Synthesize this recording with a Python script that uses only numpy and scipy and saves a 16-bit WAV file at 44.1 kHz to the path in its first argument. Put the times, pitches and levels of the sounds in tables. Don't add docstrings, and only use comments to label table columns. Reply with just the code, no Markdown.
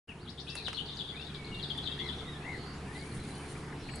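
import sys
import numpy as np
from scipy import signal
from scipy.fft import rfft, irfft, next_fast_len
from scipy.io import wavfile
from scipy.ndimage import uniform_filter1d, map_coordinates

SR = 44100
rng = np.random.default_rng(int(sys.argv[2]) if len(sys.argv) > 2 else 0)


def transcribe(signal):
    frames = np.atleast_2d(signal).T
    limited = np.clip(frames, -1, 1)
    pcm = np.round(limited * 32767).astype(np.int16)
    wavfile.write(sys.argv[1], SR, pcm)


N = 176400
TOP_HZ = 11250
NEAR_PAN_DB = 9.5

# (frequency [Hz], level [dB])
HISS_COLOUR = [(3000, -9), (5500, -7), (8200, -5), (9500, 3.5), (11000, -10)]


def amp(db):
    return 10 ** (np.asarray(db) / 20)


def unit(x):
    return x / np.sqrt(np.mean(x ** 2) + 1e-20)


def along(points, hz):
    freqs, values = np.transpose(points)
    return np.interp(np.log(hz + 1), np.log(freqs + 1), values)


def curve(rows):
    return np.interp(np.arange(N) / SR, *np.transpose(rows))


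def wobble(rate, size=N):
    return map_coordinates(rng.standard_normal(8192), [np.arange(size) * rate / SR], mode="mirror")


def filtered(x, response):
    n = x.shape[-1]
    padded = next_fast_len(n + 8192)
    return irfft(rfft(x, padded) * response(np.fft.rfftfreq(padded, 1 / SR)), padded)[..., :n]


def add(out, start, x):
    i = max(round(start * SR), 0)
    out[:, i:i + x.shape[-1]] += x[..., :N - i]


def sides(pan_db):
    return amp(np.array([[pan_db], [-pan_db]]) / 2)


def die_away(t, rise_s, t60):
    return amp(-60 * t / t60) * (1 - np.exp(-t / rise_s))


def outdoors(x, pan_db, reeds_db, far_db):
    t = np.arange(SR // 2) / SR
    stems, banks = rng.standard_normal((2, 2, len(t)))
    stems *= rng.random(stems.shape) < 900 / SR
    reed_echo = unit(stems * die_away(t, rise_s=.0039, t60=.15)) * sides(pan_db=8)
    bank_echo = unit(banks * die_away(t, rise_s=.0039, t60=1))
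    paths = (amp(reeds_db) * reed_echo + amp(far_db) * bank_echo) / np.sqrt(len(t))
    paths[:, :1] += sides(pan_db)
    return signal.fftconvolve(x[None], paths, axes=1)


def rush(colour, patchy_db):
    # (frequency [Hz], likeness [0 to 1])
    likeness = [(100, 1), (300, 0.99), (700, 0.86), (4000, 0.49), (9000, 0.75)]
    grid = signal.stft(rng.standard_normal((2, N)), nperseg=512)[2]
    patches = uniform_filter1d(rng.standard_normal(grid.shape[1:]), size=6, axis=0)
    patches = uniform_filter1d(patches, size=14, axis=1)
    noise = signal.istft(grid * amp(patchy_db * unit(patches)), nperseg=512)[1][:, :N]

    def response(hz):
        angle = np.arccos(np.clip(along(likeness, hz), -1, 1)) / 2
        return amp(along(colour, hz)) * (hz < TOP_HZ) * [np.cos(angle), np.sin(angle)]

    mid, side = filtered(noise, response)
    return unit(np.array([mid + side, mid - side]))


def engine(base_hz=71.74, wander=.00772):
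    # (multiple of the base pitch, level [dB])
    tones = [(1, -51.5), (2, -49.5), (4, -58), (5, -59), (6, -63.5)]
    phase = 2 * np.pi * np.cumsum(base_hz * (1 + wander * wobble(8))) / SR
    return np.sqrt(2) * sum(amp(db + wobble(10)) * np.sin(k * phase + .5 * wobble(10)) for k, db in tones)


def rumble():
    # (time [s], level [dB])
    levels = [(0.3, -50.5), (1.89, -45), (3.9, -44.5)]
    # (frequency [Hz], level [dB])
    colour = [(25, -6.5), (45, -12), (90, -3), (180, -1), (300, -9), (430, -6.5), (600, -23.5), (1200, -39)]
    db = curve(levels)
    hum = amp(db - db.mean() - 2) * engine()
    return hum + amp(db) * rush(colour, patchy_db=1)


def air():
    # (time [s], level [dB])
    levels = [(0.3, -56.5), (1.86, -51), (3.9, -50)]
    # (frequency [Hz], level [dB])
    colour = [(350, -21.5), (720, 3), (2000, -4), (4600, -13), (6000, -20.5), (11000, -23.5)]
    broad = amp(curve(levels)) * rush(colour, patchy_db=2)
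    hiss = amp(-75 + wobble(10)) * rush(HISS_COLOUR, patchy_db=.5)
    return broad + hiss


def rustle(fade_s=.091):
    # (start [s], end [s], level [dB])
    spells = [(0.412, 0.89, -66), (2.84, 3.68, -59)]
    t = np.arange(N) / SR
    swell = sum(amp(db) * np.clip(np.minimum(t - start, end - t) / fade_s, 0, 1)
                for start, end, db in spells)
    flutter = amp(1.9 * wobble(25) + 2.8 * wobble(500) - .6)
    return swell * flutter * rush(HISS_COLOUR, patchy_db=2)


def plips(typical_hz=2066, spread=.156):
    # (time [s], level [dB])
    drops = [(3.552, -45), (3.725, -43), (3.888, -39.5), (3.933, -45.5)]
    out, t = np.zeros((2, N)), np.arange(SR // 10) / SR
    for start, db in drops:
        for k in range(4):
            hz = typical_hz * np.exp(spread * rng.standard_normal())
            bubble = np.sin(2 * np.pi * hz * t * (1 + 3 * t)) * die_away(t, rise_s=.00037, t60=.022)
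            delay = k * rng.uniform(.00087, .004)
            add(out, start + delay, outdoors(amp(db) * bubble, pan_db=8.5, reeds_db=-10, far_db=-22))
    return out


def burst(colour, t60):
    t = np.arange(SR // 10) / SR
    noise = filtered(rng.standard_normal(len(t)), lambda hz: amp(along(colour, hz)))
    return unit(noise) * die_away(t, rise_s=.0003, t60=t60)


def ticks():
    # (time [s], snap level [dB], knock level [dB])
    hits = [(0.553, -34, -39), (.682, -45, -32.5), (0.7299, -47, -36), (1.776, -43, -92),
            (3.957, -37.5, -64)]
    out = np.zeros((2, N))
    for start, snap_db, knock_db in hits:
        snap = amp(snap_db) * burst([(3000, -31), (6500, -7), (9500, -1)], t60=.031)
        knock = amp(knock_db) * burst([(350, -10), (1050, -5), (5000, -14.5), (9000, -33)], t60=.037)
        add(out, start, outdoors(snap + knock, pan_db=-1, reeds_db=-7.5, far_db=-18))
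    return out


def progress(seconds):
    return np.linspace(0, 1, max(int(seconds * SR), 32))


def arch(u, start, middle, end):
    return start + (end - start) * u + (middle - (start + end) / 2) * (1 - (2 * u - 1) ** 2)


def note(hz, rough=.0076, edge=.16):
    shaky_hz = hz * (1 + rough * wobble(1000, size=len(hz)))
    phase = 2 * np.pi * np.cumsum(shaky_hz) / SR
    swell = np.abs(np.sin(np.linspace(0, np.pi, len(hz)))) ** edge
    return np.sqrt(2) * swell * (np.sin(phase) + amp(-32.5) * np.sin(2 * phase))


def waver(tone, depth_db=2.5):
    return tone * unit(amp(depth_db * wobble(70, size=len(tone))))


def wheezes(pitches_hz=(3950, 4380, 4700), db=-59):
    starts = [1.5, 2.482, 3.79]
    out = np.zeros((2, N))
    for start in starts:
        tone = note(arch(progress(seconds=.3), *pitches_hz), rough=.0583, edge=.6)
        add(out, start, outdoors(amp(db) * tone, pan_db=-11.5, reeds_db=-1, far_db=-14))
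    return out


def slurs():
    # (time [s], top pitch [Hz], level [dB])
    calls = [(.17, 4650, -63), (0.891, 6580, -66), (1.175, 5700, -65), (2.12, 5880, -68),
             (2.705, 7250, -70), (2.929, 4760, -61), (3.745, 5660, -65)]
    out = np.zeros((2, N))
    hump = .6 + .4 * np.sin(np.pi * progress(seconds=.115)) ** 2
    for start, top_hz, db in calls:
        tone = waver(note(top_hz * hump, rough=.03, edge=.2))
        add(out, start, outdoors(amp(db) * tone, pan_db=0, reeds_db=-4, far_db=-2))
    return out


def whistles():
    # (time [s], length [s], first pitch [Hz], middle pitch [Hz], last pitch [Hz],
    # level [dB], left over right [dB])
    calls = [(1.297, 0.31, 2440, 2220, 2297, -58, -2), (1.513, .084, 2894, 2780, 2820, -50, 6),
             (1.859, 0.18, 2600, 2743, 2690, -61.5, -8), (2.198, 0.23, 2220, 1885, 1642, -60.5, -7),
             (2.252, .11, 3400, 3815, 3260, -53.5, -1), (2.402, 0.059, 2350, 2600, 2800, -59.5, 11),
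             (2.862, .24, 1670, 2085, 2397, -56.5, 4), (3.326, .13, 2860, 3060, 2880, -63, 0),
             (3.91, 0.054, 8100, 7930, 8020, -61, 3)]
    out = np.zeros((2, N))
    for start, length, *pitches, db, pan_db in calls:
        tone = waver(note(arch(progress(length), *pitches)))
        add(out, start, outdoors(amp(db) * tone, pan_db, reeds_db=-2, far_db=-7))
    return out


def warbles(swing_hz=96, level_swing=.44):
    # (time [s], length [s], first pitch [Hz], middle pitch [Hz], last pitch [Hz],
    # level [dB], trill rate [Hz])
    calls = [(0.081, 0.045, 2850, 2650, 2290, -50, 83), (0.469, 0.16, 2480, 2660, 2314, -52.5, 34),
             (1.123, .11, 1977, 2434, 2790, -53.5, 38), (1.978, 0.12, 1746, 2074, 1804, -50, 82),
             (2.44, 0.12, 1800, 2102, 1817, -46, 74)]
    out = np.zeros((2, N))
    for start, length, *pitches, db, rate in calls:
        u = progress(length)
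        trill = np.cos(2 * np.pi * rate * length * u)
        tone = note(arch(u, *pitches) + swing_hz * trill) * (1 + level_swing * trill)
        add(out, start, outdoors(amp(db) * waver(tone), pan_db=6, reeds_db=-5, far_db=-9))
    return out


def twitter(low_hz=3230, high_hz=4590, chips_per_s=40):
    # (start [s], end [s], top level [dB])
    spells = [(0.549, 1.483, -51), (1.598, 2.203, -56.5), (2.897, 3.4, -57.5)]
    out = np.zeros((2, N))
    slope = .2 * (progress(seconds=.014) - .5)
    for start, end, db in spells:
        spell = np.zeros((1, N))
        for when, pitch, glide, strength in rng.random((int((end - start) * chips_per_s), 4)):
            hz = (low_hz + (high_hz - low_hz) * pitch) * (1 + (2 * glide - 1) * slope)
            gain = amp(db + 10 * (strength - 1))
            add(spell, (end - start) * when, gain * note(hz, rough=.05, edge=.87))
        add(out, start, outdoors(spell[0], NEAR_PAN_DB / 2, reeds_db=2, far_db=0))
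    return out


def chip(hz, start, db, edge, flutter_hz=115):
    # (time [s], pitch shake [fraction of the pitch])
    hoarseness = [(.5, .07), (1.1, .036)]
    rough = np.interp(start, *np.transpose(hoarseness))
    voices = note(hz, rough, edge) + amp(-18) * note(1.3 * hz, rough, edge=1)
    flutter = 1 + .45 * np.cos(2 * np.pi * (flutter_hz * np.arange(len(hz)) / SR + rng.random()))
    return outdoors(amp(db) * voices * flutter, NEAR_PAN_DB, reeds_db=1.5, far_db=-2)


def chatter(upsweep_hz=(3286, 3790, 5490)):
    # (time [s], level [dB])
    upsweeps = [(0.271, -53), (0.376, -48.5), (0.473, -47)]
    # (time [s], length [s], first pitch [Hz], last pitch [Hz], level [dB])
    falls = [(0.564, 0.031, 4500, 4050, -45), (0.645, .045, 4560, 2866, -41),
             (.744, 0.0084, 4800, 4080, -45), (0.762, 0.042, 3960, 2900, -40.5),
             (0.856, 0.011, 4960, 4070, -49), (0.879, 0.028, 3900, 3370, -46),
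             (0.921, 0.021, 4260, 3370, -48), (0.968, .012, 5090, 3800, -47.5),
             (0.986, 0.037, 3890, 3297, -41), (1.073, 0.037, 3830, 3276, -46),
             (1.152, 0.028, 3950, 3530, -50), (1.192, 0.029, 4060, 3490, -48.5),
             (1.262, 0.017, 4160, 3625, -51), (1.342, 0.017, 3800, 3360, -48),
             (1.54, 0.015, 3910, 3570, -47.5), (1.589, 0.022, 3780, 3270, -48),
             (1.622, 0.032, 4650, 3430, -42), (1.696, 0.024, 3680, 3156, -39),
             (1.776, .02, 3750, 3415, -39.5), (1.828, 0.0226, 4210, 3870, -49),
             (1.855, 0.029, 4010, 3220, -39), (1.913, 0.016, 4000, 3230, -42),
             (1.989, 0.022, 3740, 3217, -39), (2.04, 0.013, 4380, 3990, -49),
             (2.061, 0.015, 4400, 3580, -48.5), (2.085, 0.021, 3780, 3180, -40),
             (2.125, 0.0135, 4100, 3700, -50.5), (2.181, 0.025, 3960, 3270, -49)]
    out = np.zeros((2, N))
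    for start, db in upsweeps:
        hz = arch(progress(seconds=.035), *upsweep_hz)
        add(out, start, chip(hz, start, db, edge=.3))
    for start, length, first, last, db in falls:
        hz = last + (first - last) * (1 - progress(length)) ** 1.7
        add(out, start, chip(hz, start, db, edge=.7))
    return out


def scene():
    background = rumble() + air() + rustle()
    birds = chatter() + twitter() + whistles() + warbles() + slurs() + wheezes()
    return background + birds + ticks() + plips()


def record(dry, silent_s=.073, fade_s=.021):
    opening = np.clip((np.arange(N) / SR - silent_s) / fade_s, 0, 1)
    return filtered(dry * opening, lambda hz: hz < TOP_HZ)


dry = scene()
out = record(dry)
transcribe(out)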